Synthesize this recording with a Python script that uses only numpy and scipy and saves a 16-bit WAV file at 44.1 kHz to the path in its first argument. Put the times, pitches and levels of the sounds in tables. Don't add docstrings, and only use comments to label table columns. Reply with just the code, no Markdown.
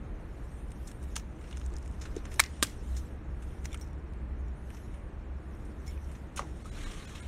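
import sys
import numpy as np
from scipy import signal
from scipy.fft import rfft, irfft, next_fast_len
from scipy.io import wavfile
from scipy.ndimage import uniform_filter1d

SR = 44100
rng = np.random.default_rng(int(sys.argv[2]) if len(sys.argv) > 2 else 0)


def gain_from_db(level_db):
    decades = np.asarray(level_db, float) / 20
    return 10 ** decades


def file_out(sig):
    cols = np.atleast_2d(sig).T
    lim = np.clip(cols, -1, 1)
    pcm = np.round(lim * 32767).astype(np.int16)
    wavfile.write(sys.argv[1], SR, pcm)


N = 320950

# pitch_hz, level_db (per Hz)
CLOTH_COLOUR = [(2500, -35.5), (3600, -1), (4600, -7), (4900, -8), (5300, -1.5), (6900, -1), (7550, -5.5),
                (8300, -2.5), (9450, 0), (9750, -10), (12300, -8), (13800, -23.5), (15500, -26),
                (16200, -42.5)]
# pitch_hz, level_db (per Hz)
DROP_COLOUR = [(350, -23), (600, -19), (661, -24), (717, -17), (919, -27), (1080, -5.5), (4050, -10),
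               (4500, -16), (4900, -25), (5300, -15.5), (8740, -18), (13600, -35), (15400, -44),
               (16000, -60)]


def unit(x):
    return x / np.sqrt(np.mean(x ** 2) + 1e-20)


def along(points, hz):
    f, v = np.transpose(points)
    return np.interp(np.log(hz + 1), np.log(f + 1), v)


def curves(rows):
    s, *cols = np.transpose(rows)
    return [np.interp(np.arange(N) / SR, s, c) for c in cols]


def filtered(x, response):
    m = next_fast_len(x.shape[-1] + 8192)
    return irfft(rfft(x, m) * response(np.fft.rfftfreq(m, 1 / SR)), m)[..., :x.shape[-1]]


def noise(response, size=N):
    m = next_fast_len(size)
    spectrum = rfft(rng.standard_normal(m)) * response(np.fft.rfftfreq(m, 1 / SR))
    return unit(irfft(spectrum, m)[:size])


def shape(spectrum):
    return lambda hz: gain_from_db(along(spectrum, hz))


def peak(centre_hz, width_hz):
    return lambda hz: 1 / (1 + ((hz - centre_hz) / width_hz) ** 2)


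def held(rise, hold, t60, t):
    return np.clip(t / rise, 0, 1) ** 2 * gain_from_db(-60 * np.maximum(t - hold, 0) / t60)


def blow(rise, t60, t):
    return held(rise, rise, t60, t)


def hump(s, half):
    return np.exp(-((np.arange(N) / SR - s) / half) ** 2)


def add(track, s, x):
    track[round(s * SR):][:len(x)] += x


def grainy(per_s, spread_db, life):
    hits = (rng.random(N) < per_s / SR) * gain_from_db(spread_db * rng.exponential(size=N))
    decay = gain_from_db(-60 * np.arange(2000) / SR / life)
    return unit(signal.fftconvolve(hits, decay)[:N + 1999])[:N]


def patchy(x, depth_db):
    z = signal.stft(x, nperseg=256)[2]
    field = uniform_filter1d(rng.standard_normal(z.shape), size=4, axis=0)
    field = uniform_filter1d(field, size=10, axis=1)
    return unit(signal.istft(z * gain_from_db(depth_db * unit(field)), nperseg=256)[1][:N])


def town():
    # pitch_hz, level_db (per Hz)
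    traffic_colour = [(12, -38), (20, -9), (70, 0.5), (98, -16), (193, -21.5), (221, -21), (259, -27),
                      (297, -22.5), (417, -29), (627, -33.5), (751, -35.5), (1780, -41.5), (2450, -47.5),
                      (3200, -55), (4500, -62), (5850, -85.5), (9900, -120)]
    # centre_s, swell_db, half_length_s
    lorries = [(0.087, 5, 0.31), (1.742, 13, 0.031), (2.16, 8.5, 0.15), (3.299, 2, 0.87),
               (5.603, 1.5, 0.87), (6.855, 10, 0.11)]
    # start_s, level_db, upper_lead_db
    idling = [(0.0, -45.5, 5), (0.83, -39, -6), (0.87, -55, 9), (1.05, -36.5, 9.5), (1.52, -45, -4),
              (1.58, -38, 1), (1.8, -41, -3), (2.55, -41.5, 3.5), (2.84, -51.5, -10), (2.96, -35, -5),
              (3.02, -45, 2), (4.3, -37, -4), (5.15, -41.5, -4), (5.21, -36.5, 4), (5.55, -45, -1),
              (5.73, -40, -4), (7.24, -47, 6.5), (7.28, -37, 17)]
    swell_db = sum(db * hump(s, half) for s, db, half in lorries)
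    deep = noise(lambda hz: shape(traffic_colour)(hz) * (hz < 52))
    roar = noise(lambda hz: shape(traffic_colour)(np.maximum(hz, 98)) * (hz > 78))
    out = gain_from_db(-47 + swell_db) * deep + gain_from_db(-49 + 0.26 * swell_db + 1.5) * roar
    level_db, lead_db = curves(idling)
    for hz, lean in ((61.8, -.5), (70.44, .5)):
        drift_hz = 1.807 * noise(peak(0, 3.07))
        fading_db = 3.5 * noise(peak(0, 1.3))
        hum = np.sin(2 * np.pi * np.cumsum(hz + drift_hz) / SR)
        out = out + gain_from_db(level_db + lean * lead_db + fading_db - 1.0) * hum
    return out


def birds():
    # start_s, length_s, from_hz, to_hz, level_db
    whistles = [(.495, 0.086, 8500, 8240, -68), (.56, 0.11, 8250, 8900, -72), (.49, 0.07, 9280, 9100, -88),
                (0.54, 0.12, 8860, 9760, -70), (.605, 0.11, 9570, 9450, -77), (.715, .055, 8720, 8840, -71),
                (.92, 0.07, 8600, 9000, -70), (4.527, 0.086, 7770, 9950, -78), (4.93, .06, 9600, 9570, -71),
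                (5.011, 0.06, 9650, 8800, -75), (5.06, 0.047, 9150, 7950, -74)]
    quaver_hz, quaver_depth_hz = 11.7, 70
    out = np.zeros(N + SR)
    for s, length, from_hz, to_hz, db in whistles:
        t = np.arange(0, length, 1 / SR)
        quaver = quaver_depth_hz * np.sin(2 * np.pi * quaver_hz * t)
        glide_hz = from_hz + (to_hz - from_hz) * t / length + quaver
        level = gain_from_db(db + 2.0 * noise(peak(0, 60), size=len(t))) * signal.windows.tukey(len(t), .6)
        add(out, s, level * np.sin(2 * np.pi * np.cumsum(glide_hz) / SR))
    return out[:N]


def rustle():
    # centre_s, strength_db, half_length_s, airy_top_db
    moves = [(0.253, -92, 0.27, -1), (0.543, -76.5, 0.23, -7), (0.855, -73.5, 0.084, 1),
             (1.11, -71.5, 0.12, -6), (1.547, -68, 0.15, -15), (1.844, -75, 0.11, -12),
             (2.11, -73.5, 0.14, -5), (2.376, -65.5, 0.07, -1), (2.655, -70, 0.091, -25),
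             (2.55, -67.5, 0.29, -32), (2.966, -67, 0.12, -5), (3.478, -73, 0.095, -6.5),
             (3.693, -71.5, 0.11, -10), (3.832, -82, 0.055, -6), (4.738, -71.5, 0.096, -11),
             (4.926, -79, 0.09, -10), (5.556, -80.5, 0.1, -5), (5.845, -78.5, 0.22, -6.5),
             (5.912, -71.5, 0.052, -3), (6.114, -74, 0.12, -5), (6.902, -64.5, 0.4, -14.5)]
    swells = [gain_from_db(db) * hump(s, half) for s, db, half, _ in moves]
    moving = sum(swells)
    body = gain_from_db(-78) + moving
    air = gain_from_db(-89) + sum(gain_from_db(move[-1]) * swell for move, swell in zip(moves, swells))
    body = body * patchy(noise(lambda hz: shape(CLOTH_COLOUR)(hz) * (hz < 9750)), depth_db=3.5)
    air = air * noise(lambda hz: shape(CLOTH_COLOUR)(hz) * (hz >= 9750))
    sleeve = patchy(noise(lambda hz: peak(3000, 900)(hz) ** 2), depth_db=4.0)
    sleeve = gain_from_db(-1.5) * moving * sleeve
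    return (body + air + sleeve) * unit(1 + 0.12 * grainy(330, 3.7, life=0.036))


def swish():
    # start_s, pitch_hz, level_db
    swing_arch = [(4.56, 9300, -74), (4.63, 10500, -76), (4.7, 11600, -76), (4.76, 11900, -69),
                  (4.81, 10900, -68.5), (4.87, 10600, -74), (4.95, 9560, -86)]
    hz, db = curves(swing_arch)
    swinging = np.abs(np.arange(N) / SR - 4.755) < .195
    flutter = noise(lambda hz: peak(0, 1100)(hz) ** 2) * swinging
    return gain_from_db(db) * flutter * np.sin(2 * np.pi * np.cumsum(hz) / SR)


def thin_hiss():
    # start_s, level_db, t60_s
    puffs = [(.871, -76, .2), (1.026, -74, .2), (1.157, -60, 0.14), (1.38, -84, 1.0), (1.55, -83, .8),
             (2.31, -72, 0.28), (2.396, -56, 0.15), (2.627, -61, 0.21), (2.965, -68, .2), (3.64, -70, .2),
             (3.795, -68, .2), (5.86, -70, 0.22), (6.357, -64, .2)]
    out, t = np.zeros(N + SR), np.arange(12000) / SR
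    for s, db, t60 in puffs:
        hiss = noise(lambda hz: peak(14300, 2000)(hz) ** 2 * (hz < 16000), size=len(t))
        add(out, s, gain_from_db(db) * blow(.006, t60, t) * hiss)
    return out[:N]


def contacts(rows, rise, t60, trim_db):
    # start_s, level_db
    grit_top = [(1.25, -24), (1.35, -45), (2.36, -45), (2.4, -24)]
    lead_s = .012
    out, t = np.zeros(N + SR), np.arange(0, .07 + t60, 1 / SR)
    for s, db, dull_db, bright_hz in rows:
        top = gain_from_db(np.interp(s, *np.transpose(grit_top)))

        def bright_colour(hz):
            puff = shape(CLOTH_COLOUR)(hz) * (0.41 + peak(bright_hz, 1500)(hz)) / (1 + (hz / 12500) ** 6)
            return puff + top * peak(13500, 2000)(hz)

        bright = noise(bright_colour, size=len(t))
        dull = noise(lambda hz: peak(1900, 1400)(hz) * (hz > 800) / (1 + (hz / 4500) ** 4), size=len(t))
        swell = blow(rise, t60, t - lead_s) + gain_from_db(-16.5) * blow(0.0028, 0.055, t)
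        add(out, s - lead_s - rise / 2, gain_from_db(db + trim_db) * swell * (bright + gain_from_db(dull_db) * dull))
    return out[:N]


def ticks():
    # start_s, peak_db, dull_part_db, bright_hz
    grit = [(0.7043, -57, -8, 9220), (0.7173, -51.5, 1, 8750), (0.9148, -48, -1.5, 9100),
            (1.1964, -49.5, -1, 5700), (2.164, -43, 0.5, 6540), (2.2533, -46.5, 3.5, 6640),
            (2.3411, -42.5, -6, 9380), (2.359, -50, -10, 6000), (2.6464, -44, 9, 3700),
            (3.6546, -36, -1.5, 5970), (3.7439, -41, 2, 9000), (3.7738, -53, -4, 7460),
            (3.7964, -57, -16, 6660), (3.8744, -60, -6.5, 5340), (4.1345, -60, 2, 4670),
            (4.7027, -56, 8.5, 9520), (4.7466, -54, -0.5, 5940), (6.3935, -40, 2.5, 6450),
            (6.4204, -63, 16, 6840), (7.2734, -53, -13, 3960)]
    patter = [(1.5115, -50, -1, 3850), (1.5274, -51, 4.5, 8300), (1.5713, -42, -4, 6600),
              (1.5973, -49.5, -11, 6240), (1.6144, -51, 5, 3550), (1.6392, -55, -14, 3570),
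              (1.662, -42.5, -7, 7200), (1.7383, -47, -19, 7220), (1.7659, -39.5, -18, 6000),
              (1.784, -45.5, -13, 8300), (1.8276, -51, -12, 6240), (1.8596, -49, 1, 6280),
              (1.9126, -56, 1, 9070),
              (1.028, -48, -11, 9000), (1.033, -56, -8, 8000), (1.038, -49.5, -1, 9000),
              (1.043, -53, -8, 9000), (1.412, -57, -10, 6800), (1.49, -58, -10, 8000),
              (1.579, -47, -12, 6000), (1.678, -59, -14, 8900), (1.703, -59, -10, 6000),
              (1.73, -54, -8, 4000), (1.853, -56, -14, 9200), (1.877, -49.5, -2, 8040),
              (1.924, -56, -8, 7000), (3.843, -57, -14, 6500), (3.864, -61, -14, 7000),
              (3.886, -61, -12, 6000)]
    scuffs = [(0.8714, -32, -23, 7700), (0.8844, -50, 10, 8050), (1.4107, -53, 9, 9200),
              (1.438, -48, 8, 4200), (1.4738, -50, 8, 5330), (1.505, -52, 11, 3400),
              (1.5488, -54, 10, 6350), (2.0123, -29.5, -4, 5390), (2.0344, -42, 5, 6350),
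              (2.0522, -36, 4, 3460), (2.1744, -39.5, -2, 3840), (2.2614, -50, 12, 3790),
              (2.3131, -37, 3, 6200), (2.9644, -29.5, -7.5, 6300), (2.9736, -37, -15, 5500),
              (3.4211, -43.5, 1, 8500), (3.6434, -38, 1, 7000), (3.7065, -50, 7, 7320),
              (3.808, -42, -20, 8700), (4.7651, -46, 6, 5720), (4.9392, -51, 10, 9600),
              (5.6494, -49, -13, 8620), (5.8614, -42, -4, 5500), (6.1125, -43.5, 1, 9300),
              (6.1494, -47, 8, 6060), (6.6568, -39, -10, 8500), (6.8314, -55, -2, 4020),
              (6.9094, -34.5, -5, 5390), (7.0903, -39, 2, 6860), (7.1516, -35, 3, 4030)]
    sharp = contacts(grit, rise=.0015, t60=0.026, trim_db=-2.5)
    thin = contacts(patter, rise=0.00077, t60=0.012, trim_db=-3.5)
    return sharp + thin + contacts(scuffs, rise=0.0075, t60=0.1, trim_db=-17.0)


def stones():
    # start_s, peak_db, pitch_factor, ring_length_factor, lower_stone_db
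    chinks = [(3.716, -51, 1.0, .7, 4), (3.729, -40, 1.0, .6, 4), (3.8117, -39, 1.0, .9, -11),
              (3.826, -50, 1.0, .4, -14), (3.863, -62, 1.0, .4, -10), (3.908, -60, 1.0, .6, -12),
              (3.93, -54, 1.0, .45, -4), (4.48, -60, .99, 1.5, 0), (5.869, -43, 1.015, .3, -8),
              (5.8765, -41, .958, 1.2, 2), (5.8915, -52, .964, 1.0, 7), (5.909, -53, .975, .8, 3)]
    # pitch_hz, level_db, t60_s, lower (1 = of the lower stone, -1 = weaker as the lower stone grows)
    slate = [(2280, 0, .1, 1), (3500, -9, .03, 1), (5660, 0, .075, 0), (7350, -3, .04, 1),
             (9800, -6, .035, 1), (6850, -9, .03, 0), (8700, -14, .03, -1), (11800, -13, .04, 0)]
    out, t = np.zeros(N + SR), np.arange(8000) / SR
    for s, db, pitch, length, lower_db in chinks:
        for hz, mode_db, t60, lower in slate:
            rough = 1 + 0.55 * noise(peak(0, 220), size=len(t))
            ring = blow(.001, t60 * length, t) * rough * np.sin(2 * np.pi * hz * pitch * t)
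            add(out, s, gain_from_db(db + mode_db + lower * lower_db - 10) * ring)
        scrape = blow(0.0014, 0.015, t) * noise(shape(CLOTH_COLOUR), size=len(t))
        add(out, s, gain_from_db(db - 13) * scrape)
    return out[:N]


def spray():
    # start_s, level_db
    rain = [(6.45, -53), (6.544, -78), (6.652, -64), (6.662, -59.5), (6.692, -66), (6.784, -50),
            (7.272, -57.5), (7.278, -56)]
    onset = np.clip((np.arange(N) / SR - rain[0][0]) / 0.042, 0, 1)
    level = gain_from_db(curves(rain)[0]) * onset
    hiss = patchy(noise(shape(DROP_COLOUR)), depth_db=2.0) * unit(1 + .4 * grainy(700, 3, life=.012))
    drips, t = np.zeros(N + SR), np.arange(1500) / SR
    for when, pitch, size in rng.random((120, 3)):
        hz = 1000 * 4.5 ** pitch
        drip = blow(0.0011, 45 / hz, t) * np.sin(2 * np.pi * hz * t * (1 + 6 * t))
        add(drips, 6.6 + .68 * when, gain_from_db(10 * size) * drip)
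    return level * (hiss + gain_from_db(-24) * drips[:N])


def water():
    # start_s, peak_db, rise_s, t60_s, colour_hz
    splashes = [(1.1553, -31, 0.0015, 0.12, 5000), (1.1605, -23, 0.0041, 0.02, 6800),
                (1.1635, -22, 0.0013, .018, 3200), (1.176, -39, .002, 0.027, 6500),
                (6.3574, -36, 0.006, 0.11, 9000), (6.364, -35, 0.013, 0.032, 7500),
                (6.367, -32, 0.0066, 0.12, 3000), (6.375, -31, 0.0058, 0.047, 1700),
                (6.391, -43.5, 0.002, 0.24, 4870)]
    # pitch_hz, level_db (per Hz)
    tear_colour = [(290, -37), (500, -1), (740, -1), (1480, 0), (1870, -6), (2730, 0.5), (4300, -6.5),
                   (4950, -10.5), (5500, -1.5), (6700, 1), (7640, -8), (8960, 0.5), (16000, -29)]
    # start_s, peak_db, pitch_hz, t60_s
    short_rings = [(1.527, -41, 2850, .018), (1.529, -45, 3400, .014), (5.976, -48, 2450, .015),
                   (1.572, -48, 1450, .02), (2.163, -29, 350, .05), (2.164, -33, 420, .04),
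                   (3.7435, -40, 1320, .028), (3.7445, -42, 2110, .03), (3.7445, -39, 3200, .012),
                   (2.623, -25, 285, .022), (2.6245, -27, 420, .018), (2.6248, -26, 560, .024),
                   (3.72, -49, 3450, .02), (3.729, -44, 3450, .022), (3.758, -47, 1500, .02),
                   (3.752, -47, 2400, .02), (1.166, -33, 1300, .014), (1.512, -50, 2700, .015),
                   (1.539, -49, 2200, .02), (7.152, -43, 2600, .025), (7.156, -44, 3250, .02),
                   (7.179, -48, 3000, .015), (7.182, -52, 5400, .02), (5.976, -58, 5900, .012),
                   (6.3923, -19.5, 1130, .011), (6.3972, -33, 1050, .012), (6.393, -32, 560, .03),
                   (6.4208, -38, 1100, .008), (6.428, -42, 750, .03), (6.437, -43, 1000, .025),
                   (6.448, -45, 850, .025), (6.655, -42, 1230, .06), (6.868, -42, 1150, .04),
                   (6.952, -46, 1200, .04)]
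    out, t = np.zeros(N + SR), np.arange(10000) / SR
    for s, db, rise, t60, hz in splashes:
        tear = noise(lambda f: shape(tear_colour)(f) * (0.2 + peak(hz, .6 * hz)(f)), size=len(t))
        add(out, s, gain_from_db(db - 8.0) * blow(rise, t60, t) * tear)
    gurgle = noise(peak(560, 530), size=len(t)) * blow(0.0046, 0.18, t)
    add(out, splashes[-1][0] + 0.0072, gain_from_db(-42) * gurgle)
    for s, db, hz, t60 in short_rings:
        rising = np.sin(2 * np.pi * hz * t * (1 + 2.0 * t))
        add(out, s, gain_from_db(db) * blow(1.7 / hz, t60, t) * rising)
    return out[:N]


def slaps():
    # start_s, peak_db, hold_s, t60_s, top_db
    claps = [
        [(2.3957, -5.5, .0005, .009, -12), (2.3995, -8, .0026, .013, 6)],
        [(2.6266, -9, .001, .008, 0), (2.6303, -16, .002, .03, -1)],
    ]
    # pitch_hz, level_db (per Hz)
    palm_colours = [
        [(180, -49.5), (480, -33.5), (780, -24.5), (1000, -9), (2200, -7), (3090, -14.5), (3900, -10.5),
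         (5000, -13.5), (9400, -14.5), (10500, -20.5), (13700, -25), (16500, -42)],
        [(88, -31), (150, -18.5), (800, -28), (1100, -3), (1800, -2.5), (2300, -6.5), (3300, -1), (4600, -2.5),
         (6420, -4.5), (8500, -0.5), (10500, -7), (12300, -7.5), (16500, -31)],
    ]
    # pitch_hz, level_db (over the crack), t60_s
    cupped_air = [
        [[(1700, 4, 0.011), (1030, -2.5, 0.014), (3850, 1.5, 0.006), (8160, 1, .006)], [(2240, 3.5, .008),
         (610, -15, .02), (1450, -7, .01), (7400, -4.5, .006), (9260, -4, .008), (5510, -9, 0.014),
         (6390, -7.5, .008)]],
        [[(1580, 1, 0.0028), (3600, 1.5, 0.0024), (1200, -3, 0.016), (8200, 3, .005), (5300, -4, 0.0046)],
         [(1570, -5, 0.034), (4600, -4.5, 0.01), (6130, -7.5, .015), (8700, -3.5, .015), (6980, -5, .015),
         (12300, -12.5, 0.022)]],
    ]
    # delay_s, level_db (re the slap), t60_s
    finger_taps = [
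        [(.0115, -22.5, .03), (.0413, -21, 0.016), (.064, -35, 0.031)],
        [(.0416, -27.5, .02), (.07, -41.5, 0.028)],
    ]
    out, t = np.zeros(N + SR), np.arange(12000) / SR
    for pair, palm, cups, rebounds in zip(claps, palm_colours, cupped_air, finger_taps):
        start, loudest_db = pair[0][:2]
        lead_in = blow(.006, .02, t) * noise(shape(palm), size=len(t))
        add(out, start - .006, gain_from_db(-35) * lead_in)
        rub = gain_from_db(-33.5) * blow(0.0067, 0.044, t) + gain_from_db(-44.5) * blow(.003, .3, t)
        add(out, start, rub * noise(shape(palm), size=len(t)))
        for (s, db, hold, t60, top_db), modes in zip(pair, cups):
            crack = noise(lambda hz: shape(palm)(hz) * gain_from_db(top_db * (hz > 9700)), size=len(t))
            crack = crack * held(0.00035, hold, t60, t)
            cup = sum(gain_from_db(cup_db) * held(.0003, hold, ring, t) * np.sin(2 * np.pi * hz * t)
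                      for hz, cup_db, ring in modes)
            add(out, s, gain_from_db(db - 9.5) * (crack + cup))

        def tap_colour(hz):
            skin = shape(palm)(hz) * (hz > 800)
            return skin * (.4 + peak(5500, 2000)(hz) * 1.5) / (1 + (hz / 9500) ** 6)

        for delay, db, t60 in rebounds:
            tap = noise(tap_colour, size=len(t)) * blow(0.00091, t60, t)
            hollow = gain_from_db(-12) * noise(peak(2013, 200), size=len(t)) * blow(.004, 0.14, t)
            add(out, start + delay, gain_from_db(loudest_db + db - 4.5) * (tap + hollow))
    return out[:N]


def scene():
    palms, splash = slaps(), water()
    near = rustle() + swish() + ticks() + palms + stones() + thin_hiss()
    mid = near + splash + spray() + town() + birds()
    scatter = rng.standard_normal(400) * gain_from_db(-np.arange(400) / 4)
    scattered = np.convolve(np.roll(near + splash, 25), scatter / np.linalg.norm(scatter))[:N]
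    side = filtered(scattered, shape([(2000, -90), (3500, -51.5), (4400, -11), (6500, -19), (9000, -18),
                                      (12500, -7.5)]))
    first = palms * (np.arange(N) / SR < 2.42)
    side = side + filtered(np.roll(first, 40), shape([(300, -89), (450, -54.5), (700, -23.5), (3000, -22),
                                                      (4400, -24.5), (6000, -40.5)]))
    return np.array([mid + side, mid - side])


def thrifty(x, floor_db):
    # from_s, to_s
    all_mono = [(.59, .67), (1.31, 1.36), (1.48, 1.52), (1.67, 1.71), (3.67, 3.72), (6.395, 6.93),
                (6.97, 7.26)]
    hz, t, (mid, side) = signal.stft([x[0] + x[1], x[0] - x[1]], SR, nperseg=2048)
    band = (hz // 690).astype(int)
    bands = np.arange(band[-1] + 1)

    def power(z):
        return np.array([np.mean(np.abs(z[band == b] / 2) ** 2, axis=0) for b in bands])

    kept = (hz < 11700)[:, None] | (power(mid)[band] > gain_from_db(2 * floor_db))
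    kept = kept * ((hz < 15850)[:, None] | (abs(t - 2.627) < .025))
    luck = uniform_filter1d(rng.standard_normal((len(bands), len(t))), size=2, axis=1)
    chance = gain_from_db(2 * 6 * luck)
    favour = gain_from_db(2 * 9.5 * (abs(bands - 17) < 4))[:, None]
    wide = (power(side) * chance * favour > gain_from_db(2 * -108))[band]
    mono = np.any([(t > a) & (t < b) for a, b in all_mono], axis=0)
    side = side * wide * ~mono
    return signal.istft(np.array([mid + side, mid - side]) * kept / 2, SR, nperseg=2048)[1][:, :N]


def band_limit(x):
    return signal.sosfilt(signal.butter(12, 16670, fs=SR, output="sos"), x)


def record(dry):
    # centre_s, depth_db
    starved = [
        (6.638, -13),
        (6.707, -35),
        (6.853, -14),
        (7.066, -23),
        (7.215, -22),
    ]
    left_hz = [
        (1250, 2150, 4400, 6100, 7800),
        (1500, 1900, 3950, 6950, 8700),
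        (450, 1100, 1600, 1800, 2250, 3750, 4050, 6900, 8600),
        (450, 1500, 1850, 2550, 3350, 5250, 6950),
        (1000, 1400, 1700, 2150, 6900, 8600, 9250, 9600),
    ]
    left_level_db = [-63, -58.5, -51, -56.5, -54.5]
    dry = dry / (1 + np.abs(dry / .68) ** 4) ** .25
    treble = filtered(dry, lambda hz: 1 / (1 + (700 / (hz + 1)) ** 6))
    t, wet = np.arange(N) / SR, dry.copy()
    for (s, depth_db), lines, left_db in zip(starved, left_hz, left_level_db):
        bell = lambda width: np.exp(-((t - s) / width) ** 4)
        wet -= (1 - gain_from_db(depth_db)) * bell(.007) * treble
        for hz in lines:
            level_db = left_db + along(DROP_COLOUR, hz) / 2 + rng.normal(0, 2)
            wet += gain_from_db(level_db) * np.sin(2 * np.pi * hz * t) * bell(.015)
    mix = thrifty(wet, floor_db=-116)
    return band_limit(mix)


dry = scene()
out = record(dry)
file_out(out)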